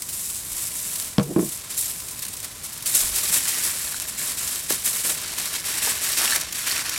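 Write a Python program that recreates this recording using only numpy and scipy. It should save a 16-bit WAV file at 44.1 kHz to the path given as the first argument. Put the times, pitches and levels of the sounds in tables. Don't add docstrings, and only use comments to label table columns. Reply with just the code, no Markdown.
import sys
import numpy as np
from scipy import signal
from scipy.io import wavfile
from scipy.ndimage import uniform_filter1d

SR = 44100
rng = np.random.default_rng(int(sys.argv[2]) if len(sys.argv) > 2 else 0)


def master_out(mix):
    frames = np.transpose(np.atleast_2d(mix))
    ceiling = np.clip(frames, -1, 1)
    pcm = np.round(ceiling * 32767).astype(np.int16)
    wavfile.write(sys.argv[1], SR, pcm)


N = 307818
TIME = np.arange(N) / SR
EDGE_HZ = 16050

# (frequency [Hz], level [dB], t60 [s], left minus right [dB])
BOARD_MODES = [(185, -3, 0.079, 2), (330, -1.5, 0.093, -3), (475, -17, 0.19, -2), (612, -7, 0.1, -4.5),
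               (820, -21, .06, -2), (1070, -13, 0.068, 3), (1300, -30, 0.076, 7), (1700, -15, 0.03, 7),
               (2300, -25, 0.048, 12)]


def amp(db):
    return 10 ** (np.asarray(db) / 20)


def unit_rms(x):
    return x / np.sqrt(np.mean(x ** 2) + 1e-20)


def decay(t, t60_s):
    return np.exp(-np.log(1000) * t / t60_s)


def add(mix, at_s, sound):
    part = mix[..., max(round(at_s * SR), 0):][..., :sound.shape[-1]]
    part += sound[..., :part.shape[-1]]


def band(x, hz, kind, order=2):
    return signal.sosfilt(signal.butter(order, np.minimum(hz, SR / 2 - 1), kind, fs=SR, output="sos"), x)


def resonance(x, hz, width_hz):
    return signal.lfilter(*signal.iirpeak(hz, hz / width_hz, fs=SR), x)


def coloured(x, spectrum, size=4096):
    hz, db = np.transpose(spectrum)
    bins_hz = abs(np.fft.fftfreq(size, 1 / SR))
    log_gain = np.log(amp(np.interp(np.log(bins_hz + 1), np.log(hz), db)))
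    taps = np.fft.ifft(np.exp(np.conj(signal.hilbert(log_gain)))).real[:size // 2]
    return signal.oaconvolve(x, taps)[:N]


def garden(air_db=-47.5, whine_hz=1014, whine_db=-61.5):
    # (frequency [Hz], relative density [dB])
    air_spectrum = [(15, -17), (35, -2), (70, 5), (110, 3), (170, 1), (300, -6), (600, -10.5),
                    (1500, -12.5), (4000, -24.5), (16000, -36)]
    # (time [s], level [dB], half length [s])
    puffs = [(.54, -46.5, 0.031), (3.077, -40, 0.078)]
    air = amp(air_db) * unit_rms(coloured(rng.standard_normal(N), air_spectrum))
    waver = band(rng.standard_normal(N), 20, "lowpass")
    whine = amp(whine_db) * unit_rms(waver * np.cos(2 * np.pi * whine_hz * TIME))
    gusts = sum(amp(db) * np.exp(-((TIME - at_s) / half_s) ** 2) for at_s, db, half_s in puffs)
    return air + whine + gusts * unit_rms(band(rng.standard_normal(N), (22, 60), "bandpass"))


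def rocking(bumps_hz=(140, 400), width_hz=90, gain_db=21):
    # (time [s], relative level [dB])
    contour = [(1.22, -56), (1.27, -39), (1.31, -24.5), (1.35, -35.5), (1.388, -13), (1.415, -28),
               (1.44, -26), (1.465, -32), (1.51, -60)]
    envelope = amp(np.interp(TIME, *np.transpose(contour), left=-120, right=-120))
    bumps = band(rng.standard_normal(N), bumps_hz, "bandpass") * envelope
    rumble = sum(amp([[db + pan_db / 2], [db - pan_db / 2]]) * resonance(bumps, hz, width_hz)
                 for hz, db, _, pan_db in BOARD_MODES)
    return amp(gain_db) * rumble


def knocks(click_t60_s=0.0096, chatter_db=-18, chatter_t60_s=0.14, bass_cut_hz=110):
    # (time [s], gain [dB], hardness cutoff [Hz], place [0-1], click gain [dB], click cutoff [Hz])
    blows = [(1.1824, -1.5, 480, 0.47, -5.5, 5200), (1.1964, -6, 784, 0.48, -6, 4800),
             (1.2073, -14.5, 700, 0.51, -15, 4500), (1.3614, -5, 400, 0.28, -10, 2300),
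             (1.378, -29, 600, 0.25, -18, 1900), (1.3927, -12, 600, 0.26, -4.5, 2500),
             (1.427, -18, 300, 0.22, -22, 1200), (3.300, -28, 400, 0.48, -27, 1500)]
    # (frequency [Hz], level [dB], t60 [s])
    table_mode = (142, -21.5, 0.42)
    table_hz, table_db, table_t60_s = table_mode
    out, t = np.zeros((2, N)), np.arange(SR // 2) / SR
    for at_s, db, hard_hz, place, click_db, click_hz in blows:
        ring = amp(table_db) * np.sin(2 * np.pi * table_hz * t) * decay(t, table_t60_s)
        for k, (hz, mode_db, t60_s, pan_db) in enumerate(BOARD_MODES, 1):
            mode = np.sin(np.pi * k * place) * np.sin(2 * np.pi * hz * t) * decay(t, t60_s)
            gains = amp([[mode_db + pan_db / 2], [mode_db - pan_db / 2]])
            ring = ring - (-1) ** k * gains * mode
        chatter = unit_rms(band(rng.standard_normal(len(t)), (120, 1200), "bandpass", order=1))
        chatter *= amp(chatter_db) * decay(t, chatter_t60_s)
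        body = band(ring + chatter, hard_hz, "lowpass", order=1)
        click = band(rng.standard_normal(len(t)) * decay(t, click_t60_s), click_hz, "lowpass", order=6)
        add(out, at_s, amp(db) * (body + amp(click_db) * click))
    return band(out, bass_cut_hz, "highpass")


def pats(rise_s=0.00069, size=8192):
    # (time [s], level [dB], pitch [Hz], t60 [s])
    thuds = [(4.705, -22, 323, 0.059), (4.705, -21, 950, 0.019), (4.722, -30, 258, .07),
             (5.044, -36.5, 340, 0.21), (5.085, -38, 507, 0.32), (5.87, -26, 820, 0.081),
             (6.21, -30.5, 1090, 0.34), (6.243, -32, 960, 0.074), (6.355, -31, 750, 0.12)]
    out, t = np.zeros(N), np.arange(size) / SR
    for at_s, db, hz, t60_s in thuds:
        thud = unit_rms(band(rng.standard_normal(size), (hz / 1.6, hz * 1.47), "bandpass"))
        add(out, at_s, amp(db) * thud * decay(t, t60_s) * (1 - np.exp(-t / rise_s)))
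    return out


def hand_levels_db(grip_s=0.016, sag_db=0.9, settle_t60_s=0.25):
    # (time [s], crinkle [dB], flex [dB])
    holding = [(0, -36, -48.5), (1.05, -31.5, -41.5), (1.17, -41.5, -48), (1.34, -39.5, -51),
               (1.64, -40, -43.5), (1.96, -34.5, -46), (2.2, -37.5, -45), (2.6, -42, -46),
               (2.83, -39, -43.5), (3.4, -28.5, -36), (4.0, -32.5, -39), (4.1, -39, -41.5),
               (4.8, -33, -40.5), (5.6, -37.5, -39.5), (5.97, -33, -34.5), (6.45, -42, -35),
               (6.5, -40, -40)]
    # (start [s], length [s], crinkle [dB], flex [dB])
    folds = [(0.116, 0.25, -30.5, -49), (0.482, 0.06, -33, -46.5), (0.55, 0.12, -29, -44),
             (0.727, 0.29, -32, -71), (1.39, .17, -31.5, -53), (1.692, 0.04, -31.5, -41),
             (1.762, 0.047, -22, -56), (1.816, 0.092, -29, -42), (2.212, .012, -42, -38),
             (2.425, .012, -45, -38), (2.628, .016, -29, -40), (2.852, 0.13, -24.5, -36.5),
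             (2.938, 0.024, -15, -29.5), (2.976, .11, -24.5, -35), (3.129, 0.17, -25.5, -34.5),
             (3.313, 0.053, -18.5, -29.5), (3.438, 0.17, -29, -34.5), (3.616, .084, -25, -34),
             (3.754, 0.16, -32.5, -43.5), (4.068, 0.023, -28, -40.5), (4.167, 0.15, -27.5, -36.5),
             (4.363, 0.22, -29, -38), (4.686, .044, -22.5, -30.5), (4.836, 0.058, -21.5, -33.5),
             (4.922, .087, -26.5, -36), (5.03, .088, -23, -32), (5.16, .17, -40, -37.5),
             (5.361, 0.12, -31, -34.5), (5.517, .04, -29, -30), (5.642, .15, -28.5, -32.5),
             (5.808, 0.11, -24, -29.5), (6.01, 0.17, -26, -33), (6.163, 0.2, -24.5, -28),
             (6.535, 0.1, -30.5, -34.5), (6.647, 0.16, -29, -29), (6.839, 0.15, -36, -32.5)]
    times_s, *held_db = np.transpose(holding)
    power = amp([np.interp(TIME, times_s, db) for db in held_db]) ** 2
    for start_s, length_s, crinkle_db, flex_db in folds:
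        t = np.arange(0, length_s + settle_t60_s, 1 / SR)
        grip = np.minimum(t / grip_s, 1)
        sag = amp(-sag_db * np.minimum(t / length_s, 1))
        settle = decay(np.maximum(t - length_s, 0), settle_t60_s)
        add(power, start_s, (amp([[crinkle_db], [flex_db]]) * grip * sag * settle) ** 2)
    return 10 * np.log10(power)


def pop(hz, t60_s, rise_s=0.00011, size=2048):
    t = np.arange(size) / SR
    overtone_hz = min(hz * rng.uniform(1.0, 3.2), EDGE_HZ)
    ring = np.sin(2 * np.pi * hz * t) + 0.59 * np.sin(2 * np.pi * overtone_hz * t)
    return ring * decay(t, t60_s) * (1 - np.exp(-t / rise_s))


def pops(flex_db, t60_s=0.014, offset_db=2, spread_db=4.0, count=330):
    # (time [s], level [dB], pitch [Hz])
    panels = [(3.876, -23, 4280), (3.944, -22, 1500), (6.256, -15, 3600), (6.278, -16, 2740),
              (6.323, -11.5, 1740), (6.332, -13, 1750), (6.36, -16.5, 2360), (6.692, -19, 3080),
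              (6.714, -14.5, 4400), (6.766, -17, 2500), (6.794, -19, 2060), (6.962, -19, 2340)]
    out = np.zeros(N)
    for at_s, db, hz in panels:
        add(out, at_s, amp(db) * pop(hz, t60_s))
    for when, pitch, faintness, sustain in rng.random((count, 4)):
        at_s = when * N / SR
        db = np.interp(at_s, TIME, flex_db) + offset_db - spread_db * np.log(faintness + 0.025)
        hz = 1500 + 7000 * pitch ** 1.4
        add(out, at_s, amp(db) * pop(hz, t60_s * (0.28 + 0.5 * sustain)))
    return out


def ticks(flex_db, per_s=45, spread_db=2.5, offset_db=-6):
    # (frequency [Hz], gain [dB])
    tick_spectrum = [(300, -21), (1200, -7), (2000, -12), (4500, 0), (8000, 0.5), (12000, 0), (16000, -34)]
    # (time [s], impulse before colouring [dB])
    kinks = [(0.0225, -8), (1.0, 1), (1.7822, -11), (3.009, 0), (4.0, 2), (5.1015, -1), (6.1805, -3),
             (6.256, -1), (6.3615, 0)]
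    sizes = amp(spread_db * np.minimum(rng.exponential(1, N), 2)) * rng.choice([-1, 1], N)
    clicks = coloured(sizes * (rng.random(N) < per_s / SR), tick_spectrum)
    hardest = np.zeros(N)
    for at_s, db in kinks:
        hardest[round(at_s * SR)] = amp(db)
    return amp(flex_db + offset_db) * unit_rms(clicks) + coloured(hardest, tick_spectrum)


def creases(first_size=0.93, facets_per_s=12000, swell_share=0.034, ring_db=-4, width_hz=900, size=6144):
    # (time [s], initial level [dB], t60 [s])
    snaps = [(0.021, -19.5, 0.035), (0.088, -21, .08), (0.956, -20, 0.051), (1.023, -24, .03),
             (1.228, -28, 0.066), (1.521, -23.5, .025), (2.002, -24, .031), (2.084, -24.5, 0.045),
             (2.109, -25, 0.055), (2.191, -24.5, 0.042), (2.222, -20.5, 0.066), (2.251, -22, 0.029),
             (2.265, -24, .022), (2.282, -23, 0.047), (2.332, -23.5, 0.065), (2.367, -26, .06),
             (2.4022, -22.5, 0.023), (2.429, -24, .031), (2.444, -21.5, 0.052), (2.649, -29.5, 0.044),
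             (2.725, -27, 0.1), (2.777, -25, 0.026), (2.824, -25, .04), (2.859, -15, 0.069),
             (3.003, -14, 0.045), (3.156, -16.5, 0.12), (3.339, -13, .066), (3.478, -17.5, 0.14),
             (3.636, -15, 0.045), (4.019, -20.5, 0.045), (4.383, -23, .039), (4.476, -17.5, 0.043),
             (4.511, -20, .025), (4.721, -14.5, 0.037), (4.84, -26, .05), (4.86, -27, 0.068),
             (5.216, -20, 0.014), (5.383, -18.5, 0.045), (5.456, -20, .032), (5.842, -23, .022),
             (6.036, -20, .08), (6.178, -31, 0.038), (6.254, -22, .026), (6.36, -11, .025),
             (6.412, -17, 0.026), (6.5253, -19, 0.034), (6.68, -18, 0.031), (6.895, -16, 0.019)]
    # (time [s], pitch [Hz])
    pitches = [(0, 9100), (4.9, 8600), (6.3, 6540), (6.98, 6200)]
    out, t = np.zeros(N), np.arange(size) / SR
    for at_s, db, t60_s in snaps:
        hz = np.interp(at_s, *np.transpose(pitches))
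        run = rng.uniform(-1, 1, size) * (rng.random(size) < facets_per_s / SR)
        run *= 1 - np.exp(-t / (swell_share * t60_s))
        run[0] = first_size
        snap = band(run, (hz / 2, min(hz * 3.8, 14500)), "bandpass", order=1)
        snap += amp(ring_db) * resonance(snap, hz, width_hz)
        add(out, at_s, amp(db) * unit_rms(snap) * decay(t, t60_s))
    return out


def facet(hz, ring_t60_s, shiver_db, shiver_t60_s, size=2048):
    t = np.arange(size) / SR
    tick = unit_rms(np.cos(2 * np.pi * hz * t) * decay(t, ring_t60_s))
    shiver = signal.fftconvolve(rng.standard_normal(size) * decay(t, shiver_t60_s), tick)[:size]
    return (tick + amp(shiver_db) * unit_rms(shiver)) / np.sqrt(size)


def avalanches(per_s=150, spread_db=2.0, t60_s=0.041, floor=2.33):
    slips = (rng.random(N) < per_s / SR) * amp(spread_db * np.minimum(rng.exponential(1, N), 3))
    return floor + unit_rms(signal.lfilter([1], [1, -decay(1 / SR, t60_s)], slips))


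def crackle(unrest, per_s, spread_db, ring_t60_s, shiver_db, shiver_t60_s, count=32):
    sizes = amp(spread_db * np.minimum(rng.exponential(1, N), 4)) * rng.choice([-1, 1], N)
    clicks = sizes * unrest * (rng.random(N) < per_s / SR)
    which = rng.integers(0, count, N)
    out = np.zeros(N)
    for k, hz in enumerate(np.linspace(EDGE_HZ / count, EDGE_HZ, count)):
        out += signal.oaconvolve(clicks * (which == k), facet(hz, ring_t60_s, shiver_db, shiver_t60_s))[:N]
    return out


def levelled(x, level_db, band_hz, size=2600):
    power = band(x, band_hz, "bandpass", order=4) ** 2
    smoothed = uniform_filter1d(uniform_filter1d(power, size), size // 2)
    return x * amp(level_db) / np.sqrt(abs(smoothed) + 1e-12)


def foil(crinkle_db, flex_db):
    # (frequency [Hz], gain [dB])
    crinkle_spectrum = [(500, -52), (2500, -16.5), (4300, -10), (5600, -6.5), (6400, -6), (7200, -1),
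                        (8000, 2), (9300, -0.8), (11000, -0.5), (12800, -3), (14400, -7), (15700, -11.5)]
    # (frequency [Hz], gain [dB])
    flex_spectrum = [(100, -14), (310, -2.5), (600, -6.5), (1000, -5), (1280, -7), (1600, -5), (2300, -4),
                     (4000, -2.5), (5600, -4), (7500, -4), (11000, -10.5), (16000, -22)]
    # (frequency [Hz], width [Hz], relative gain [dB])
    packet_modes = [(1720, 570, 3), (2670, 850, -5), (4400, 340, -5), (5580, 110, 6)]
    # (time [s], hollow ring gain [dB])
    closing = [(0, -24), (2.8, -22), (3.4, -4.5), (4.5, -12), (5.3, -9), (5.9, -6), (6.2, -2.5), (6.33, 3),
               (6.42, -5), (6.75, 1), (6.98, 2)]
    unrest = avalanches()
    crinkle = crackle(unrest, per_s=9000, spread_db=1.0, ring_t60_s=0.0016,
                      shiver_db=-1, shiver_t60_s=0.011)
    flex = crackle(unrest, per_s=6000, spread_db=2.0, ring_t60_s=0.0011,
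                   shiver_db=2.5, shiver_t60_s=0.054)
    flex = coloured(flex, flex_spectrum)
    hollow = sum(amp(db) * resonance(flex, hz, width_hz) for hz, width_hz, db in packet_modes)
    flex += amp(np.interp(TIME, *np.transpose(closing))) * hollow
    crinkle = levelled(coloured(crinkle, crinkle_spectrum), crinkle_db - 0.5, band_hz=(6500, 16000))
    return crinkle + levelled(flex, flex_db - 1.3, band_hz=(1200, 4500))


def scene():
    # (frequency [Hz], level re centre [dB])
    side_spectrum = [(100, -6.5), (500, -13), (1200, -28), (2400, -83), (4200, -81), (6500, -23),
                     (9500, -20.5), (13000, -32), (16000, -77)]
    crinkle_db, flex_db = hand_levels_db()
    sheet = foil(crinkle_db, flex_db) + creases() + ticks(flex_db) + pops(flex_db) + pats()
    smear = rng.standard_normal(SR // 100) * np.linspace(1, 0, SR // 100)
    side = signal.oaconvolve(coloured(sheet, side_spectrum), smear / np.linalg.norm(smear))[:N]
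    return np.array([sheet - side, sheet + side]) + knocks() + rocking() + garden()


def record(dry):
    taps = signal.firwin(511, EDGE_HZ, window=("kaiser", 9), fs=SR)
    return signal.oaconvolve(dry, taps[None], "same")


dry = scene()
out = record(dry)
master_out(out)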